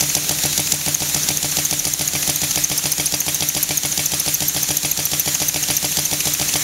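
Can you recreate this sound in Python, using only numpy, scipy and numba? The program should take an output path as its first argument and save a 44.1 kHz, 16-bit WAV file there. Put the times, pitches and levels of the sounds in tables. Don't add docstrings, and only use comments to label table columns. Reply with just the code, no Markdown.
import sys
import numpy as np
from scipy import signal
from scipy.fft import rfft, irfft, next_fast_len
from scipy.io import wavfile
from scipy.ndimage import uniform_filter1d, map_coordinates
from numba import njit

SR = 44100
rng = np.random.default_rng(int(sys.argv[2]) if len(sys.argv) > 2 else 0)


def level_to_linear(level):
    exponent = np.asarray(level, float) / 20
    return 10 ** exponent


def to_wav(sig):
    pcm = np.clip(np.atleast_2d(sig), -1, 1) * 32767
    pcm = np.round(pcm).astype(np.int16)
    wavfile.write(sys.argv[1], SR, pcm.T)


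N = 292383

# t/s of a knock, turns done
CRANK_POSITION = [(.0258, 0), (.4535, 3), (.7378, 5), (1.305, 9), (1.728, 12), (2.0114, 14), (2.2939, 16),
                  (2.8573, 20), (3.282, 23), (3.5662, 25), (3.9938, 28), (4.4223, 31), (4.7067, 33),
                  (5.277, 37), (5.7031, 40), (6.1301, 43), (6.5568, 46)]
# t/s, level/dB
BEARING_PLAY = [(0, -2), (1, -3), (2.05, 0), (2.3, -0.5), (3.2, 3), (4.3, 0.1), (5.1, 2.3), (6.6, 1)]
PART_LEVELS = [
    -26,
    -8.5,
    -9.5,
    -14,
    -21,
]
# t/s, length/ms, first f/Hz, octave level/dB
HARD_CATCHES = [(.9447, 5.5, 6460, -16), (1.3712, 3, 6700, -15), (1.6502, 8.6, 6750, -16.5),
                (1.7907, 8.8, 6820, -19), (1.9358, 4.3, 6500, -14), (2.0765, 4.7, 6770, -16),
                (2.3591, 3.5, 6650, -13), (2.6385, 9.2, 6560, -18), (2.7772, 11, 5120, -12.5),
                (2.9185, 9.1, 5310, -10.5), (3.0578, 13.4, 5030, -12), (3.2027, 8, 6100, -11),
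                (3.3448, 8.4, 6300, -12), (3.4869, 8, 5900, -12), (3.6282, 11.2, 5560, -10),
                (3.7722, 8.1, 6780, -12.5), (4.0579, 6.6, 6950, -11), (4.1976, 10.6, 5500, -12),
                (4.3405, 12, 6140, -13), (4.481, 17, 6060, -11.5), (4.6294, 5.8, 6140, -11.5),
                (4.769, 4.5, 6170, -9), (4.9134, 7, 6700, -11), (5.0533, 9.4, 5840, -9.5),
                (5.1959, 11.7, 6020, -11), (5.4837, 8.5, 6180, -13.5), (5.7666, 7.1, 6320, -11),
                (6.0523, 7.5, 6200, -16.5), (6.3369, 6.2, 6100, -15), (3.9144, 11, 6890, -28)]


def unit(x):
    return x / np.sqrt(np.mean(x ** 2) + 1e-20)


def filtered(x, response):
    m = next_fast_len(N + SR // 4)
    return irfft(rfft(x, m) * response(np.fft.rfftfreq(m, 1 / SR)), m)[:N]


def ringing(x, modes):
    def response(f):
        total = 0
        for k, (centre, width, db) in enumerate(modes):
            damping = 1j * f * width
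            total = total + (-1) ** k * level_to_linear(db) * damping / (centre * centre - f * f + damping)
        return total
    return filtered(x, response)


def rush(colour, patchy_db):
    z = signal.stft(rng.standard_normal(N + 512), nperseg=512)[2]
    patches = uniform_filter1d(rng.standard_normal(z.shape), size=6, axis=0)
    patches = uniform_filter1d(patches, size=10, axis=1)
    noise = signal.istft(z * level_to_linear(patchy_db * unit(patches)), nperseg=512)[1][:N]
    hz, db = np.transpose(colour)
    return unit(filtered(noise, lambda f: level_to_linear(np.interp(np.log(f + 1), np.log(hz), db))))


def add(track, s, sound):
    track[round((s + 1) * SR):][:len(sound)] += sound


def knocks():
    s, done = np.transpose(CRANK_POSITION)
    s = np.interp(np.arange(done[-1] + 1), done, s)
    catch_turns = np.searchsorted(s, [row[0] for row in HARD_CATCHES]) - 1
    return s, np.isin(np.arange(len(s)), catch_turns)


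def turns(after_catch_db=-3.5):
    scatter = [
        0.17,
        1.1,
        0.33,
        0.53,
        1.1,
    ]
    s, caught = knocks()
    play_db = np.interp(s, *np.transpose(BEARING_PLAY))
    db = PART_LEVELS + scatter * rng.standard_normal((len(s), len(PART_LEVELS)))
    thud, tick, knock, ring, tap = db.T
    tap = tap + play_db + after_catch_db * caught
    return np.transpose([s, thud, tick, knock + play_db, ring, tap])


def low_ringing(scatter_db=0.94):
    # f/Hz, t60/s, signed share/%
    low_modes = [(145, .135, 6.6), (186, .021, -17.5), (206, .08, -1.1), (222, .025, 6),
                 (297.5, .24, -2.15), (375, .12, -.26), (485, .029, .36), (598, .072, .28),
                 (706, .029, -1.43), (710, .032, 1.54), (790, .05, .1), (933, .02, -.06)]
    # t/ms from the knock, signed strength, hardness (power of frequency)
    pushes = [(-17.63, .6, 3.5), (-17.15, .12, -2.35), (-11.96, 1, .53), (-1.14, 2.25, 3.11),
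              (3.12, .09, -3.5), (10.66, .6, 3.3), (42.8, .04, -3.5), (63.46, .03, -3.5), (65, .2, 3.5),
              (76, .2, 3.5), (78.28, -.35, .68)]
    track, t = np.zeros(N + 2 * SR), np.arange(SR // 3)[:, None] / SR
    hz, t60, share = np.transpose(low_modes)
    modes = share / 100 * np.sin(2 * np.pi * hz * t) * level_to_linear(-60 * t / t60)
    rings = [strength * modes @ (hz / 300) ** hardness for _, strength, hardness in pushes]
    before = [(CRANK_POSITION[0][0] - 1 / 7.03, PART_LEVELS[0])]
    for s, db, *_ in before + list(turns()):
        play_db = np.interp(s, *np.transpose(BEARING_PLAY))
        for (ms, _, hardness), ring in zip(pushes, rings):
            push_db = db + 26.5 + 0.065 * hardness * play_db + scatter_db * rng.standard_normal()
            add(track, s + ms / 1000, level_to_linear(push_db) * ring)
    return track[SR:SR + N]


def contacts(hits, modes, order, trim_db, strike=4.5):
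    track, ms = np.zeros(N + 2 * SR), np.arange(SR // 25) * 1000 / SR
    for turn in turns():
        for at_ms, db, t60_ms in hits:
            late_ms, loud_db = rng.standard_normal(2) * [.2, 1.1]
            fade = level_to_linear(-60 * ms / t60_ms)
            rattle = fade * rng.standard_normal(len(ms))
            rattle[0] = strike
            rattle *= np.linalg.norm(fade) / np.linalg.norm(rattle)
            add(track, turn[0] + (at_ms + late_ms) / 1000, level_to_linear(turn[order] + db + loud_db) * rattle)
    return level_to_linear(trim_db) * ringing(track[SR:SR + N], modes)


def crosshead_knock():
    # t/ms from the knock, level/dB, t60/ms
    knock_hits = [(-1.4, 0, 8), (-.5, 1, 8), (.6, -2, 6), (1.6, -3, 8), (2.5, -8, 50), (5.2, -10, 15),
                  (11, -10, 50)]
    # f/Hz, width/Hz, level/dB
    knock_modes = [(1097, 170, -9), (2310, 184, 0), (2627, 60, 2), (3235, 410, 0), (4805, 194, 4.5),
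                   (5890, 230, 5)]
    return contacts(knock_hits, knock_modes, order=3, trim_db=7)


def valve_tick():
    # t/ms from the knock, level/dB, t60/ms
    tick_hits = [(-24, -15, 8), (-18.2, -1, 6), (-16.6, 0, 8), (-14.6, -9, 25)]
    # f/Hz, width/Hz, level/dB
    tick_modes = [(3340, 1080, -1.7), (4760, 660, 3.5), (6370, 1380, 4.5), (7860, 470, 6),
                  (10980, 620, 1.5), (12800, 770, -19)]
    return contacts(tick_hits, tick_modes, order=2, trim_db=6.5)


def guide_ring():
    # t/ms from the knock, level/dB, t60/ms
    ring_hits = [(-.8, -12, 10), (4.6, 0, 14), (7.8, -7, 12), (11.8, -6, 12)]
    # f/Hz, width/Hz, level/dB
    ring_modes = [(6500, 3200, 5.2), (10490, 630, 14.74), (11900, 760, 6.9)]
    return contacts(ring_hits, ring_modes, order=4, trim_db=3)


def return_tap():
    # t/ms from the knock, level/dB, t60/ms
    tap_hits = [(74.5, 0, 12), (77, -2, 14), (80, -6, 30)]
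    # f/Hz, width/Hz, level/dB
    tap_modes = [(2740, 680, -0.5), (3660, 820, -7), (4600, 830, -0.5), (6400, 750, 5), (11200, 810, 2)]
    return contacts(tap_hits, tap_modes, order=5, trim_db=14.5)


def linkage():
    # t/ms from the knock, level/dB, t60/ms
    link_hits = [(-25, -7, 14), (-15.5, -5, 14), (10.6, 0, 12), (14, -5, 25), (38, -9, 14), (76.8, 0, 14)]
    # f/Hz, width/Hz, level/dB
    link_modes = [(1270, 550, -5.75), (1770, 300, -0.5), (2630, 750, 1)]
    return contacts(link_hits, link_modes, order=1, trim_db=18)


def squeaks():
    # t/s, squeak level/dB
    grip = [(.09, -14.5), (.23, -27), (.85, -31), (1.08, -8.5), (1.3, -27), (1.5, -18), (2.5, -25),
            (3.9, -15), (5.65, -13), (5.9, -19.5), (6.5, -16)]
    s, caught = knocks()
    s, caught = s[:-1], caught[:-1]
    a, b, c, d = rng.standard_normal((len(s), 4)).T
    ms = np.clip(6.4 + 0.97 * a, 3, 15)
    start = s + (68.3 - 0.25 * ms) / 1000
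    db = np.interp(s, *np.transpose(grip))
    rows = np.transpose([start, ms, 6550 + 200 * b, db - 8 + 2.5 * d])
    rows[caught] = sorted(HARD_CATCHES)
    s, ms, first_hz, octave_db = rows.T
    db = np.where(caught, -8 - 0.5744 * ms, db)
    return np.transpose([s, ms, first_hz, 6250 + 110 * c, db, octave_db])


def gland(wander=.018, flutter_db=2.6, rise_ms=0.23, end_ms=.5, catch_ms=3.3, scrape_db=-2.5):
    # f/Hz, width/Hz, level/dB
    gland_modes = [(6650, 6000, -1), (10400, 680, 5.5), (12140, 1900, -1.5)]
    track = np.zeros(N + 2 * SR)
    for s, length_ms, first_hz, last_hz, db, octave_db in squeaks():
        ms = np.arange(round(length_ms * SR / 1000)) * 1000 / SR
        u = ms / length_ms
        slow = lambda: map_coordinates(rng.standard_normal(24), [ms / 1.16])
        glide = np.clip(1.89 * u - .45, -.25, 1)
        hz = (first_hz + (last_hz - first_hz) * glide) * (1 + wander * slow())
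        phase = 2 * np.pi * np.cumsum(hz) / SR
        edges = np.clip(np.minimum(ms / rise_ms, (length_ms - ms) / end_ms), 0, 1)
        catch = 1 - .96 * np.exp(-((length_ms - ms - catch_ms) / .5) ** 2)
        low = level_to_linear(db + 1 + 8 * u + flutter_db * slow()) * catch * np.sin(phase)
        high = level_to_linear(octave_db + 4.0 - 94 * (u - .3) ** 2 + flutter_db * slow()) * np.sin(2 * phase)
        add(track, s, edges * (low + high))
        after_ms = np.arange(SR // 40) * 1000 / SR
        fade = 2.3 * level_to_linear(-60 * after_ms / 7) + 0.51 * level_to_linear(-60 * after_ms / 70)
        scrape = np.diff(rng.standard_normal(len(fade) + 1))
        add(track, s, level_to_linear(octave_db + scrape_db) * fade * scrape)
    return ringing(track[SR:SR + N], gland_modes)


def rocking(hz=86):
    # t/ms from the knock, level/dB, swell/ms
    sways = [(-16.5, -9.5, 11.7), (53, -18, 9.9), (80, -23, 15.5)]
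    track, ms = np.zeros(N + 2 * SR), np.arange(SR // 6) * 1000 / SR
    for s, db, *_ in turns():
        for at_ms, rock_db, swell_ms in sways:
            swell = ms / swell_ms * np.exp(1 - ms / swell_ms)
            sway = swell * np.sin(2 * np.pi * hz * ms / 1000)
            add(track, s + at_ms / 1000, level_to_linear(db + rock_db + 10.5) * sway)
    return track[SR:SR + N]


def leak(swell_db=0.9, peak_turn=0.14):
    # t/s, level/dB
    drift = [(0.0, -19), (6.63, -18)]
    # f/Hz, level/dB
    hiss_colour = [(500, -13.5), (1100, -16.5), (2000, -11), (3000, -10.5), (4150, -6), (4900, -10),
                   (5800, -3), (7000, -2), (8300, -8), (10500, -9.5), (12500, -8.5), (13700, -11.5),
                   (15500, -12.5)]
    t = np.arange(N) / SR
    turn = np.interp(t, *np.transpose(CRANK_POSITION))
    level_db = np.interp(t, *np.transpose(drift)) + swell_db * np.cos(2 * np.pi * (turn - peak_turn))
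    return level_to_linear(level_db) * rush(hiss_colour, patchy_db=1.14)


def room_noise():
    # f/Hz, level/dB
    room_colour = [(20, -20), (38, 17), (49, 14), (62, -18), (110, 4), (250, 5), (500, -22), (900, -22),
                   (1600, -23)]
    return level_to_linear(-39.5) * rush(room_colour, patchy_db=-1.0)


def scene():
    clatter = crosshead_knock() + valve_tick() + guide_ring() + return_tap() + linkage()
    engine = level_to_linear(3.0) * low_ringing() + clatter + gland() + rocking() + leak()
    return (engine + room_noise())[None]


@njit
def duck(over_db, fall, rise_db):
    gain, g = np.zeros(len(over_db)), 0.
    for i in range(len(over_db)):
        if -over_db[i] < g:
            g = g + fall * (-over_db[i] - g)
        else:
            g = min(g + rise_db, 0.)
        gain[i] = g
    return gain


def band_limit(x):
    return signal.sosfilt(signal.butter(12, 16640, fs=SR, output="sos"), x)


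def record(dry, limit_db=-16, fall_ms=4, rise_db=30, late_ms=7.7, notch_hz=7865, bass_hz=45):
    level_db = 10 * np.log10(np.abs(uniform_filter1d(dry[0] ** 2, size=132)) + 1e-12)
    gain_db = duck(level_db - limit_db, 1000 / (fall_ms * SR), rise_db / SR)
    late_gain_db = np.interp(np.arange(N) - late_ms * SR / 1000, np.arange(N), gain_db)
    x = np.clip(dry[0] * level_to_linear(late_gain_db), -1, 1)
    notch = lambda f, c: (c * c - f * f + 1j * f * 25) / (c * c - f * f + 1j * f * 230)
    edge = lambda f: level_to_linear(np.interp(f, [15730, 15770, 15850, 15900, 16300], [0, -9, -16, -45, -65]))
    bass = lambda f: (1j * f / (bass_hz + 1j * f)) ** 2
    x = filtered(x, lambda f: notch(f, notch_hz - 30) * notch(f, notch_hz + 30) * edge(f) * bass(f))
    return band_limit(x[None])


dry = scene()
out = record(dry)
to_wav(out)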